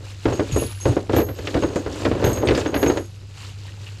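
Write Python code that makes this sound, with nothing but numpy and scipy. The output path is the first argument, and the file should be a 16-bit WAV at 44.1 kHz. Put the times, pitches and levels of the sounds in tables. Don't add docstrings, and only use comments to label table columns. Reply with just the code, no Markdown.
import sys
import numpy as np
from scipy import signal
from scipy.fft import rfft, irfft
from scipy.io import wavfile

SR = 44100
rng = np.random.default_rng(int(sys.argv[2]) if len(sys.argv) > 2 else 0)


def dump(signal):
    limited = np.clip(np.atleast_2d(signal).T, -1, 1)
    pcm = np.round(limited * 32767).astype(np.int16)
    wavfile.write(sys.argv[1], SR, pcm)


N = 176400

# (time [s], pitch [Hz], level [dB])
CLINKS = [(0.332, 6560, -32.5), (0.52, 6710, -31), (0.522, 11250, -43), (0.564, 6660, -30.5),
          (0.565, 12700, -42), (0.582, 11250, -34), (0.59, 14655, -49), (0.8, 11120, -43.5),
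          (0.81, 6500, -32), (0.864, 6720, -43), (0.875, 8250, -41), (1.16, 12700, -30),
          (1.225, 14655, -49), (1.351, 14655, -53), (1.44, 14655, -56), (1.617, 6570, -37),
          (1.76, 6470, -43), (2.243, 6460, -25), (2.245, 8150, -42), (2.244, 12700, -32.5),
          (2.255, 14655, -53), (2.33, 6520, -33), (2.33, 12700, -36), (2.361, 6510, -38.5),
          (2.449, 8110, -40), (2.667, 6500, -38.5), (2.744, 11183, -44), (2.744, 12700, -42),
          (2.774, 6580, -38), (2.775, 11183, -35), (2.778, 12700, -36), (2.807, 6620, -32),
          (2.875, 6520, -28.5), (2.961, 6720, -41), (2.973, 11250, -58)]
# (pitch [Hz], free t60 [s], gain when jostled [dB])
STEEL_KINDS = [(6590, 0.19, -24.5), (8150, 0.39, -37), (11250, 0.59, -45), (13000, 0.42, -40.5),
               (14655, .25, -53)]


def from_db(db):
    return 10 ** (np.asarray(db) / 20)


def rms_one(x):
    return x / np.sqrt(np.mean(x ** 2) + 1e-20)


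def at_hz(points, hz):
    f, value = np.transpose(points)
    return np.interp(np.log(hz), np.log(f), value)


def drift(rate_hz):
    r = np.exp(-200 * np.pi * rate_hz / SR)
    slow = signal.lfilter([1], [1, -2 * r, r * r], rng.standard_normal(N // 100 + 1002))[1000:]
    return np.interp(np.arange(N) / 100, np.arange(len(slow)), rms_one(slow))


def noise(spectrum):
    hz = np.maximum(np.arange(N // 2 + 1) * SR / N, 1)
    return rms_one(irfft(rfft(rng.standard_normal(N)) * from_db(at_hz(spectrum, hz)), N))


def clicks(times_s, sizes):
    return np.bincount(np.clip(times_s * SR, 0, N - 1).astype(int), sizes, N) + 1e-18


def ring(force, hz, t60_s):
    r, w = np.exp(-np.log(1000) / (t60_s * SR)), 2 * np.pi * hz / SR
    return signal.lfilter([0, r * np.sin(w)], [1, -2 * r * np.cos(w), r * r], force)


def engine(firing_hz=98.24, level_db=-36, swing_db=-2.1):
    hz = firing_hz * (1 + .0086 * drift(rate_hz=2.3))
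    phase = 2 * np.pi * np.cumsum(hz) / SR
    return np.sqrt(2) * from_db(level_db + swing_db * drift(rate_hz=1)) * np.sin(phase)


def air(level_db=-42):
    # (frequency [Hz], relative level [dB])
    colour = [(25, -8.5), (100, 6.5), (210, -13.5), (900, -47), (5000, -27.5), (15000, -66)]
    return from_db(level_db) * noise(colour)


def bag(creases_per_s=2200, spread_db=2.5, ring_cycles=21, handling_db=-53, count=36):
    # (frequency [Hz], relative level [dB])
    colour = [(400, -11), (900, 0), (2200, -1.5), (2800, 4), (3300, -1.5), (4200, 1), (5500, -5.5),
              (7300, -3), (9500, -18), (13000, -17.5), (15000, -40)]
    # (peak time [s], half length [s], level [dB])
    squeezes = [(0.091, 0.054, -46.5), (0.306, 0.083, -41), (0.584, 0.14, -38), (0.897, 0.087, -40.5),
                (1.17, 0.045, -35.5), (1.55, 0.15, -41), (1.785, 0.048, -44), (2.016, 0.12, -38.5),
                (2.283, 0.092, -38), (2.585, 0.076, -35.5), (2.895, 0.1, -42.5), (3.443, 0.079, -43),
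                (3.663, 0.061, -50.5), (3.88, 0.11, -49.5)]
    born = rng.random(N) < creases_per_s / SR * from_db(3 * drift(rate_hz=25))
    sizes = born * from_db(spread_db * np.minimum(rng.exponential(1, N), 5)) * rng.choice([-1, 1], N)
    pitches_hz = np.geomspace(700, 14500, count)
    pitch_index = rng.choice(count, N, p=pitches_hz / pitches_hz.sum())
    snaps = np.zeros(N)
    for k, hz in enumerate(pitches_hz):
        creases = ring(sizes * (pitch_index == k) + 1e-18, hz, ring_cycles / hz)
        snaps += creases * np.sqrt(hz) * from_db(at_hz(colour, hz))
    t = np.arange(N) / SR
    swells = sum(from_db(db) * np.exp(-((t - peak_s) / half_s) ** 2) for peak_s, half_s, db in squeezes)
    crinkle = from_db(-3.5) * rms_one(snaps) + from_db(-4.5) * noise(colour)
    return (from_db(handling_db) + swells) * crinkle


def rattles(touches_per_s=110, spread_db=3, thud_db=-12.5, click_db=-26.5, count=900):
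    # (time [s], level [dB])
    strength = [(0, -42), (.21, -52), (.28, -22.5), (.45, -33), (.64, -30), (.72, -55), (.83, -40),
                (.9, -20.5), (1.06, -36.5), (1.2, -15.5), (1.34, -43), (1.5, -22), (1.66, -24.5),
                (1.82, -33.5), (2.0, -24.5), (2.35, -19), (2.55, -19), (2.72, -22), (2.9, -17.5),
                (3.0, -30), (3.05, -49), (4, -47)]
    times_s = np.cumsum(rng.exponential(1, count)) / touches_per_s
    db = np.interp(times_s, *np.transpose(strength))
    db += spread_db * np.clip(rng.standard_normal(count), -2, 2)
    return np.transpose([times_s, db, db + thud_db, db + click_db])


def tailgate(contact_s=.001, low_cut_hz=46, count=190):
    # (time [s], mid knock [dB], low thud [dB], high click [dB])
    landings = [(0.255, -5, -13.5, -30), (0.324, -10.5, -20, -37), (0.395, -4.5, -20.5, -30.5),
                (0.521, -47, -9.5, -34), (0.562, -6, -24, -35), (0.62, -11, -17.5, -56),
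                (0.855, -3, -15, -33), (0.88, -9.5, -10, -45), (0.967, -6.5, -23, -36),
                (1.095, -9, -24.5, -37), (1.132, -5, -16.5, -32.5), (1.164, -6.5, -13, -29),
                (1.185, -5, -33, -31.5), (1.287, -17.5, -22, -40), (1.387, -21, -25, -38.5),
                (1.472, -15.5, -52, -24.5), (1.542, -17, -41, -28), (1.551, -8, -18, -40),
                (1.565, -8, -39, -38), (1.624, -7.5, -18.5, -35), (1.635, -6.5, -33, -34),
                (1.759, -7, -24, -33), (1.862, -13, -24.5, -37.5), (2.051, -9, -15, -22.5),
                (2.06, -5, -12.5, -34), (2.114, -10.5, -18, -34), (2.225, -8.5, -28, -39),
                (2.241, -4, -18, -25), (2.267, -6.5, -14.5, -30.5), (2.297, -10.5, -23, -59),
                (2.372, -12.5, -19, -34), (2.431, -5.5, -28, -53), (2.467, -9, -13, -50),
                (2.473, -21, -31, -23), (2.486, -6, -49, -20.5), (2.508, -4.5, -16, -24.5),
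                (2.548, -12, -27, -26), (2.576, -7.5, -33, -29), (2.612, -16, -51, -31.5),
                (2.659, -9.5, -48, -30.5), (2.742, -8, -32, -25.5), (2.762, -9.5, -27, -28),
                (2.829, -3.5, -35, -24), (2.862, -7, -19, -27.5), (2.899, -4.5, -43, -29.5),
                (2.972, -10, -42, -29.5)]
    # (frequency [Hz], gain [dB])
    response = [(40, -26), (68, -13.5), (122, -10), (160, -25.5), (235, -24.5), (300, -16), (545, -16.5),
                (680, -23.5), (1100, -28), (1700, -15), (2800, -5.5), (4500, -12), (6500, -22)]
    # (frequency [Hz], t60 [s])
    damping = [(60, 0.3), (130, 0.23), (350, 0.17), (600, 0.12), (1500, 0.12), (3000, 0.053), (7000, 0.064)]
    times_s, knock_db, thud_db, click_db = np.vstack([landings, rattles()]).T
    blows = len(times_s)
    out = hollow(times_s, knock_db)
    for hz in np.geomspace(42, 6500, count) * np.exp(.008 * rng.standard_normal(count)):
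        low = at_hz([(130, 1), (240, 0)], hz)
        high = at_hz([(1063, 0), (2490, 1)], hz)
        db = low * thud_db + high * click_db + (1 - low - high) * knock_db + at_hz(response, hz)
        spot = rng.choice([-1, 1], blows) * rng.uniform(.28, .99, blows) * (times_s < N / SR)
        force = clicks(times_s + contact_s * rng.random(blows), from_db(db) * spot)
        out += ring(force, hz, at_hz(damping, hz))
    radiation = signal.butter(2, low_cut_hz, "high", fs=SR, output="sos")
    return signal.sosfilt(radiation, out)


def hollow(times_s, knock_db, growth_db_per_db=3.35):
    # (frequency [Hz], gain [dB], t60 [s])
    modes = [(291, -9, .06), (398, -2, .04), (660, -5, .018)]
    force = clicks(times_s, from_db(growth_db_per_db * knock_db) * (times_s < N / SR))
    return sum(from_db(db) * ring(force, hz, t60_s) for hz, db, t60_s in modes)


def washers(chatter_s=.009, loss_db=2, rub_db=4, rub_hz=60, count=3):
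    out, touch = np.zeros(N), np.arange(count)
    damping = [kind[:2] for kind in STEEL_KINDS]
    for start_s, hz, db in CLINKS:
        times_s = start_s + chatter_s * touch * (.5 + rng.random(count))
        free_ring = ring(clicks(times_s, from_db(db - loss_db * touch)), hz, at_hz(damping, hz))
        out += free_ring * from_db(rub_db * (np.clip(drift(rub_hz), -2, 1) - .5))
    return out


def jostling(span_s=.12, loss_db=11.5, detune=.0143, touches_per_clink=8, pieces_per_kind=5):
    start_s, _, clink_db = np.repeat(CLINKS, touches_per_clink, axis=0).T
    out = np.zeros(N)
    for hz, _, kind_db in STEEL_KINDS:
        for offset in np.linspace(-1, 1, pieces_per_kind):
            late = rng.random(len(start_s))
            touches = clicks(start_s + span_s * late, from_db(clink_db / 2 + kind_db - loss_db * late))
            out += ring(touches, hz * (1 + detune * offset), t60_s=.047)
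    return out


def crackles(decay_s=.013, ring_cycles=21, samples=4000):
    # (time [s], pitch [Hz], level [dB])
    buckles = [(0.561, 8200, -33), (1.756, 7060, -34), (1.924, 5760, -41), (2.33, 8060, -37),
               (2.551, 4930, -28), (2.575, 6850, -32), (2.972, 6800, -38), (3.678, 1900, -41.5),
               (3.866, 2770, -35)]
    out, t = np.zeros(N), np.arange(samples) / SR
    for start_s, hz, db in buckles:
        volley = rms_one(ring(rng.standard_normal(samples) ** 3, hz, ring_cycles / hz))
        out += clicks(start_s + t, from_db(db) * volley * np.exp(-t / decay_s))
    return out


def microphone(x):
    # (frequency [Hz], left minus right [dB], left lead [rad])
    ports = [(9150, 0, 0.00033), (11150, -1.5, 0.47), (12700, -6.5, 2.1), (14800, -1, 2.2)]
    hz = np.arange(N // 2 + 1) * SR / N
    port_hz, pan_db, lead_rad = np.transpose(ports)
    left = from_db(np.interp(hz, port_hz, pan_db) / 2) * np.exp(.5j * np.interp(hz, port_hz, lead_rad))
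    return irfft(rfft(x) * np.array([left, 1 / left]), N)


def scene():
    return microphone(washers() + jostling() + tailgate() + bag() + crackles() + engine() + air())


def record(dry):
    rounded = .9 * np.tanh(dry / .9)
    return signal.sosfilt(signal.cheby2(14, 70, 16200, fs=SR, output="sos"), rounded)


dry = scene()
out = record(dry)
dump(out)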